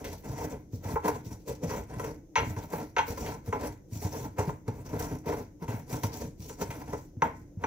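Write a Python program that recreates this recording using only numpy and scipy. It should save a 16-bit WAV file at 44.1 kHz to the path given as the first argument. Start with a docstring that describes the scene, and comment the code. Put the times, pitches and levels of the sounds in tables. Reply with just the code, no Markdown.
"""A stone pestle grinds coarse salt and spices in a stone mortar on a stone kitchen counter.
Stick-slip friction excites the modes of the mortar, its hollow and the counter, while grains
fracture with a gritty hiss. Now and then the pestle strikes the wall of the bowl, and the bowl
rocks on its foot with a low thump. The kitchen adds a short reverberation and a quiet hush."""
import sys
import numpy as np
from scipy import signal
from scipy.fft import rfft, irfft, next_fast_len
from scipy.io import wavfile
from scipy.ndimage import uniform_filter1d

SR = 44100
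rng = np.random.default_rng(int(sys.argv[2]) if len(sys.argv) > 2 else 0)


def store_wav(level_fs):
    """Save 16-bit WAV to argv[1]."""
    pcm = np.round(np.clip(np.atleast_2d(level_fs), -1, 1) * 32767)
    wavfile.write(sys.argv[1], SR, pcm.T.astype(np.int16))


N = 337806

# resonances of the pestle: pitch_hz, bandwidth_hz, level_db
PESTLE_MODES = [(5764, 64, -6), (6450, 45, -3)]
# pushes of the pestle through the spice: start_s, hold_s, grit_db, scrape_db, hollow_db
PUSHES = [(0.006, 0.079, -55.5, -45, -44), (0.123, 0.0083, -49, -48, -51.5),
          (0.243, 0.12, -56.5, -45.5, -49), (0.382, 0.058, -51.5, -38.5, -38.5),
          (0.513, 0.016, -56.5, -41.5, -37), (0.737, 0.005, -56, -57, -50.5),
          (0.843, 0.087, -52, -40.5, -45.5), (1.054, 0.017, -44, -26.5, -28.5),
          (1.149, 0.0036, -54, -42.5, -43.5), (1.259, 0.0035, -55, -56, -59),
          (1.313, 0.0062, -55.5, -46.5, -48), (1.4, 0.004, -66, -68, -95), (1.487, 0.0035, -49, -41, -32),
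          (1.635, 0.004, -54.5, -44, -32.5), (1.679, 0.11, -53.5, -41.5, -42), (1.901, 0.11, -59, -45, -50),
          (1.996, 0.082, -53.5, -40, -39.5), (2.383, 0.025, -56.5, -37, -39),
          (2.456, 0.004, -52.5, -54, -49), (2.501, 0.0061, -53, -43.5, -52), (2.562, 0.066, -55, -45, -48),
          (2.725, 0.012, -50, -35.5, -37), (2.783, 0.027, -51, -38.5, -42),
          (2.985, 0.0045, -53.5, -37.5, -51), (3.083, 0.023, -45.5, -39.5, -37.5),
          (3.181, 0.073, -50, -49, -42.5), (3.221, 0.1, -53.5, -40.5, -44),
          (3.471, 0.0071, -52, -44.5, -46), (3.534, 0.011, -56, -33, -33.5),
          (3.613, 0.051, -50.5, -37.5, -37.5), (3.932, 0.027, -50.5, -52.5, -65),
          (4.021, 0.027, -46, -40, -43), (4.13, 0.068, -49, -42.5, -41), (4.248, 0.0037, -53.5, -44.5, -49),
          (4.396, 0.004, -49, -32.5, -32), (4.478, 0.0026, -53, -39, -37), (4.68, 0.0056, -62, -44, -42),
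          (4.742, 0.07, -63.5, -52.5, -50.5), (4.858, 0.047, -57.5, -47.5, -49),
          (4.93, 0.077, -56.5, -43, -44), (4.993, 0.057, -48, -38.5, -46), (5.105, 0.022, -54, -43, -42),
          (5.272, 0.058, -52, -35, -36.5), (5.353, 0.03, -53, -42, -43), (5.625, 0.0045, -60.5, -44.5, -47),
          (5.706, 0.038, -52.5, -38.5, -43), (5.792, 0.004, -58, -53, -60), (5.901, 0.062, -48, -41, -42),
          (6.04, 0.0036, -47.5, -38, -38), (6.135, 0.025, -47, -42.5, -47),
          (6.213, 0.0077, -48.5, -43, -38.5), (6.407, 0.083, -55.5, -60.5, -57),
          (6.61, 0.0052, -44.5, -35, -31.5), (6.692, 0.12, -55.5, -45, -50.5),
          (6.88, 0.004, -56, -43.5, -44), (6.927, 0.0041, -53.5, -37, -36),
          (6.972, 0.0036, -53.5, -73, -72), (7.235, 0.028, -57, -34, -40), (7.357, 0.038, -66.5, -80, -71),
          (7.621, 0.025, -62.5, -42, -42)]


def from_db(db):
    """Amplitude ratio: tenfold for every 20 dB."""
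    return 10 ** (np.asarray(db) / 20)


def unit_power(x):
    """Normalisation to a mean square of one."""
    return x / np.sqrt(np.mean(x ** 2) + 1e-20)


def at_hz(points, hz):
    """Interpolation of a table on a logarithmic frequency axis."""
    frequencies, values = np.transpose(points)
    return np.interp(np.log(hz + 1), np.log(frequencies + 1), values)


def colour(x, points):
    """Zero-phase filtering by a table of gain in dB against frequency."""
    size = next_fast_len(x.shape[-1])
    hz = np.fft.rfftfreq(size, 1 / SR)
    return irfft(rfft(x, size) * from_db(at_hz(points, hz)), size)[..., :x.shape[-1]]


def band_limit(x, hz, kind, order=2):
    """Filtering with a maximally flat passband."""
    return signal.sosfilt(signal.butter(order, hz, kind, fs=SR, output="sos"), x)


def drift(rate_hz):
    """Slow random modulation: low-passed noise of unit power."""
    pole = np.exp(-2 * np.pi * rate_hz / SR)
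    return unit_power(signal.lfilter([1], [1, -2 * pole, pole ** 2], rng.standard_normal(N + SR))[SR:])


def grains(per_s, spread_db):
    """Shot noise: independent clicks of uneven size and sign, at unit power."""
    sizes = from_db(spread_db * np.minimum(rng.exponential(1, N), 5)) * rng.choice([-1, 1], N)
    return unit_power(sizes * (rng.random(N) < per_s / SR))


def resonate(force, modes):
    """Modal superposition: damped resonances of alternating sign, scaled to keep white noise's power."""
    out, power = 0, 0
    for k, (hz, bandwidth_hz, db) in enumerate(modes):
        radius = np.exp(-np.pi * bandwidth_hz / SR)
        b = (1 - radius ** 2) / 2 * np.array([1, 0, -1])
        a = [1, -2 * radius * np.cos(2 * np.pi * hz / SR), radius ** 2]
        out = out + (-1) ** k * from_db(db) * signal.lfilter(b, a, force + 1e-18)
        power += from_db(2 * db) * np.pi * bandwidth_hz / SR
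    return out / np.sqrt(power)


def push_envelope_db(peaks_db, fade_db_per_s, rise_db_per_s=712.5):
    """Incoherent addition: each push sets in, holds and eases off, and overlapping pushes add in power."""
    t = np.arange(0, N + 64, 64) / SR
    start_s, hold_s = np.transpose(PUSHES)[:2, :, None]
    loss_db = np.maximum((start_s - t) * rise_db_per_s, (t - start_s - hold_s) * fade_db_per_s)
    power = np.sum(from_db(2 * (peaks_db[:, None] - np.maximum(0, loss_db))), axis=0)
    return np.interp(np.arange(N) / SR, t, 10 * np.log10(power + 1e-12))


def kitchen_hush():
    """Stationary background noise, mostly bass, uncorrelated between mid and side."""
    # spectral density of the background: frequency_hz, level_db
    spectrum = [(15, -54.5), (25, 13.5), (70, -9), (137, -6), (195, -6), (256, -27), (293, 2), (335, -6.5),
                (405, -15.5), (489, -14.5), (1370, -47.5), (4490, -51), (6210, -36), (8360, -54),
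                (16000, -46)]
    return from_db(-50.5) * unit_power(colour(rng.standard_normal((2, N)), spectrum))


def kitchen_reverb(sound, wet_db, direct_side_db):
    """Reverberation: mid and side each get the direct sound and a diffuse, exponentially dying tail."""
    # reverberation time of the kitchen: frequency_hz, t60_s
    decay_times = [(100, 0.76), (300, 0.12), (800, 0.22), (2000, 0.42), (5000, 0.1), (13000, 0.067)]
    size = 20000
    t, tail = np.arange(size) / SR, np.zeros((2, size))
    edges_hz = 40 * 2 ** np.arange(0, 9.1, .75)
    for low, high in zip(edges_hz, edges_hz[1:]):
        band = band_limit(rng.standard_normal((2, size)), [low, high], "band")
        t60_s = at_hz(decay_times, np.sqrt(low * high))
        tail += band * from_db(-60 * t / t60_s) / np.sqrt(t60_s * SR / 14)
    tail *= (1 - np.exp(-t / 0.0016)) * from_db(wet_db)  # echoes build up
    mid, side = signal.fftconvolve(sound, tail, axes=1)[:, :N]
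    # the pressure difference between two spaced points lags a quarter cycle
    quadrature = signal.hilbert(sound[1], next_fast_len(N)).imag[:N]
    return mid + sound[0], side + from_db(direct_side_db) * quadrature


def counter_rumble(hollow_peaks_db, slip):
    """Forced vibration: coarse grains drive the heavy slab, which responds only to slow forces."""
    # resonances of the counter slab: pitch_hz, bandwidth_hz, level_db
    slab_modes = [(52, 47, -6.5), (100.5, 13, -0.5), (119.3, 12.4, -3.5), (146.2, 31.4, -3),
                  (197, 17, -5.5), (225.4, 76.7, -6.5)]
    level_db = push_envelope_db(-42.5 + 0.34 * (hollow_peaks_db + 40), fade_db_per_s=156)
    force = grains(per_s=400, spread_db=-0.5) * from_db(level_db + 2 * slip)
    return resonate(band_limit(force, 400, "low"), slab_modes)


def rocking_thumps(decay_s=0.01):
    """Damped oscillation: the bowl rocks a few cycles on its foot, at a pitch set by the load on it."""
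    # the mortar rocks on the counter: start_s, level_db, pitch_hz
    thumps = [(0.296, -33.5, 108.5), (0.733, -31.5, 104), (0.855, -33.5, 100.5), (0.908, -37.5, 150),
              (0.937, -32.5, 80), (1.049, -34, 191), (1.263, -36, 103), (1.315, -37, 101),
              (1.629, -37.5, 179), (1.715, -38.5, 128), (1.964, -34.5, 113), (2.375, -38, 89),
              (2.418, -36, 115), (2.468, -32, 104), (2.502, -33.5, 99), (2.569, -33, 107.5),
              (2.729, -37, 172), (3.099, -36, 97), (3.482, -29.5, 98.7), (3.923, -34, 108),
              (3.958, -34, 96), (4.047, -28, 99.7), (4.251, -37, 91), (4.387, -28, 104), (4.476, -30, 152),
              (4.68, -28, 111), (4.93, -33.5, 120), (5.116, -33, 127), (5.265, -37, 156), (5.618, -37, 169),
              (5.686, -30, 112.4), (5.74, -31, 116), (5.928, -30.5, 124), (6.039, -26, 107),
              (6.233, -39, 107), (6.396, -39, 96), (6.613, -37, 177), (6.691, -37.5, 118),
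              (6.932, -36, 134), (7.169, -36.5, 103), (7.221, -33.5, 143.5), (7.571, -35, 100.5)]
    size = 8000
    out, t = np.zeros(N + size), np.arange(size) / SR
    age = t / decay_s
    for start_s, db, hz in thumps:
        ratio, offset = rng.uniform(1.74, 2.434), rng.uniform(0, 2 * np.pi)  # inharmonic overtone
        phase = 2 * np.pi * hz * t * (1 + 0.37 * np.exp(-age))  # pitch sags as the push eases
        wave = np.sin(phase) + 0.34 * np.sin(ratio * phase + offset)
        onset = round(start_s * SR)
        out[onset:onset + size] += from_db(db + 7) * np.sqrt(age) * np.exp(-age) * wave
    return out[:N]


def knock_forces(rise_s=0.00067):
    """Impact: a tick, then dying chatter; powder between the stones sets how dull or bright it is."""
    # the pestle strikes the bowl: start_s, level_db, brightness_db, crack_db, chatter_s
    knocks = [(0.043, -50.5, 13, -48, 0.03), (0.834, -66, -36, -79, 0.029), (0.957, -20, -56, -69, 0.012),
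              (1.038, -38, -27, -70, 0.043), (1.08, -21, -30, -36.5, 0.0093),
              (1.476, -42, -24, -52.5, 0.032), (1.633, -46, -2, -56, 0.016),
              (1.693, -34.5, -14.5, -54, 0.099), (1.996, -28, -20, -48, 0.0056),
              (2.042, -32.5, -14, -48, 0.011), (2.356, -17, -4.5, -49, 0.019),
              (2.376, -26.5, -2, -66, 0.032), (2.564, -38.5, -13, -57, 0.013),
              (2.732, -25.5, -38, -45, 0.0028), (2.965, -17.5, -11, -89, 0.013),
              (2.983, -17, -7, -72, 0.017), (3.173, -34.5, -18, -53, 0.01), (3.263, -38.5, 1.5, -49, 0.019),
              (3.526, -18.5, -29.5, -68, 0.0064), (4.383, -24, -30, -45, 0.024),
              (4.492, -24.5, -40, -69, 0.0018), (4.68, -28.5, -39, -44, 0.0033),
              (4.936, -45, -34, -57, 0.0066), (5.022, -40, -15, -41, 0.0083), (5.258, -40, -30, -56, 0.02),
              (5.322, -30.5, -24, -55, 0.014), (5.622, -39.5, -32, -59, 0.013),
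              (5.679, -37.5, -10, -53.5, 0.051), (6.034, -25, -15, -34, 0.0085),
              (6.494, -43, -12, -49, 0.023), (6.612, -30, -17, -44, 0.013), (6.704, -34.5, -7, -52, 0.019),
              (6.931, -30, -28, -55, 0.0081), (7.22, -10.5, -21, -64, 0.0049),
              (7.638, -17.5, -23.5, -69, 0.0097)]
    size = 4000
    forces, t = np.zeros((5, N + size)), np.arange(size) / SR
    for start_s, db, bright_db, crack_db, chatter_s in knocks:
        burst = rng.standard_normal(size) * (1 - np.exp(-t / rise_s)) * np.exp(-t / chatter_s)
        burst[0] += 11.9  # tick of first contact
        dull_db = -37.5 + 0.39 * (db + 30.5) - 0.2 * bright_db
        clunk_db = db - 3.5 + 0.18 * bright_db
        clack_db = db + 9.5 + bright_db
        gains = from_db([dull_db, db, clunk_db, clack_db, crack_db])
        onset = round(start_s * SR)
        forces[:, onset:onset + size] += gains[:, None] * burst
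    dull, knock, clunk, clack, crack = forces[:, :N]
    on_mortar = (band_limit(knock, [830, 1250], "band")
                 - band_limit(clunk, [1250, 2700], "band")  # inverted to keep the band edges in phase
                 + band_limit(clack, [2700, 8000], "band"))
    on_pestle = from_db(-38.5) * knock + from_db(-29.5) * clack
    return band_limit(dull, 900, "low"), on_mortar, on_pestle, crack


def cracking_grit(peaks_db, slip, crack, swell_db=2.6):
    """Brittle fracture: grains click under pushes and knocks, in two partly correlated channels."""
    # spectral density of cracking grains: frequency_hz, level_db
    spectrum = [(1410, -22.5), (2400, -7), (2530, -10.5), (3240, -13), (4820, -7.5), (5210, -9),
                (5750, -2.5), (7520, -6.5), (8570, -13.5), (14300, -8.5), (15000, -2.5)]
    common, separate = grains(per_s=9000, spread_db=3.5), grains(per_s=9000, spread_db=3.5)
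    big_grains = np.abs(grains(per_s=50, spread_db=3.0))
    crumble = signal.lfilter([1], [1, -1.98, .99 ** 2], big_grains)  # each lasts some milliseconds
    clicks = np.array([common, .3 * common + np.sqrt(.91) * separate])
    hiss = unit_power(colour(clicks, spectrum)) + from_db(-18) * resonate(clicks, PESTLE_MODES)
    crackle, edges_hz = 0, 1200 * 2 ** np.arange(0, 4, .34)
    for k, band_hz in enumerate(zip(edges_hz, edges_hz[1:])):
        swell = from_db(swell_db * drift(rate_hz=12.5))  # each band swells on its own
        crackle = crackle + (-1) ** k * band_limit(hiss, band_hz, "band") * swell
    level_db = push_envelope_db(peaks_db, fade_db_per_s=209.5)
    crushing = from_db(level_db + 1.5 * slip) * (.8 + .2 * unit_power(crumble))
    return crackle * (crushing + uniform_filter1d(np.abs(crack), size=30))


def grinding():
    """Stick-slip friction modulates scrape, grit and rumble together; impacts ring the same stone."""
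    # resonances of the stone mortar: pitch_hz, bandwidth_hz, level_db
    mortar_modes = [(299, 14, 2), (634, 42, -3.5), (726.5, 56, -5), (845.6, 15.2, -3), (914.6, 40.3, -5),
                    (1029, 34.5, -4), (1128, 41, -18), (1347, 58, -14.5), (1416, 14, -15), (1510, 74, -15),
                    (1688, 100, -15.5), (1910, 450, -13.5), (1992, 12, -14), (2368, 48, -15.5),
                    (2185, 660, -15), (2775, 130, -20), (3180, 200, -33), (3276, 63, -24.5),
                    (3400, 480, -40.5), (4220, 300, -33.5), (5000, 120, -39)]
    # resonances of the bowl's hollow: pitch_hz, bandwidth_hz, level_db
    hollow_modes = [(405, 39.4, -1.5), (469.2, 48.5, 1), (547, 65, -5.5)]
    grit_peaks_db, scrape_peaks_db, hollow_peaks_db = np.transpose(PUSHES)[2:]
    scrape_db = push_envelope_db(scrape_peaks_db, fade_db_per_s=269)
    hollow_db = push_envelope_db(hollow_peaks_db, fade_db_per_s=269)
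    slip = drift(rate_hz=32)
    on_hollow, on_mortar, on_pestle, crack = knock_forces()
    friction = grains(per_s=5000, spread_db=2.0) * from_db(2 * slip)
    scrape = band_limit(friction * from_db(scrape_db), 1500, "low", order=1)
    mortar = resonate(scrape + on_mortar, mortar_modes)
    hollow = resonate(friction * from_db(hollow_db) + on_hollow, hollow_modes)
    pestle = resonate(on_pestle, PESTLE_MODES)
    rumble = counter_rumble(hollow_peaks_db, slip)
    grit = cracking_grit(grit_peaks_db, slip, crack)
    return mortar + hollow + pestle + grit, rumble + rocking_thumps()


def scene():
    """Superposition of mortar, counter and kitchen in mid and side, turned into left and right."""
    # stereo width, as the gain of the side signal: frequency_hz, gain_db
    width = [(60, -17.5), (130, -15.5), (290, -11), (640, -4.5), (1410, 0), (3100, -0.5), (6820, 1),
             (15000, 2.5)]
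    # level of left over right: frequency_hz, difference_db
    balance = [(60, -1), (180, 1), (550, 0.5), (1650, 0.5), (4970, 4.5), (15000, -3)]
    bowl, slab = grinding()
    mid, side = kitchen_reverb(bowl + from_db(1.5) * slab, wet_db=-8.5, direct_side_db=-2.0)
    hush = kitchen_hush()
    mid = mid + .5 * slab + hush[0]  # the slab's thuds arrive nearly dry
    side = colour(side + hush[1], width)
    left = colour(mid + side, [(hz, db / 2) for hz, db in balance])
    right = colour(mid - side, [(hz, -db / 2) for hz, db in balance])
    return np.array([left, right])


def record(dry):
    """Band limiting: the microphone drops the deepest bass, and the highest treble is cut steeply."""
    dry = band_limit(dry, 41, "high", order=4)
    return signal.sosfilt(signal.cheby2(14, 60, 16300, fs=SR, output="sos"), dry)


dry = scene()
out = record(dry)
store_wav(out)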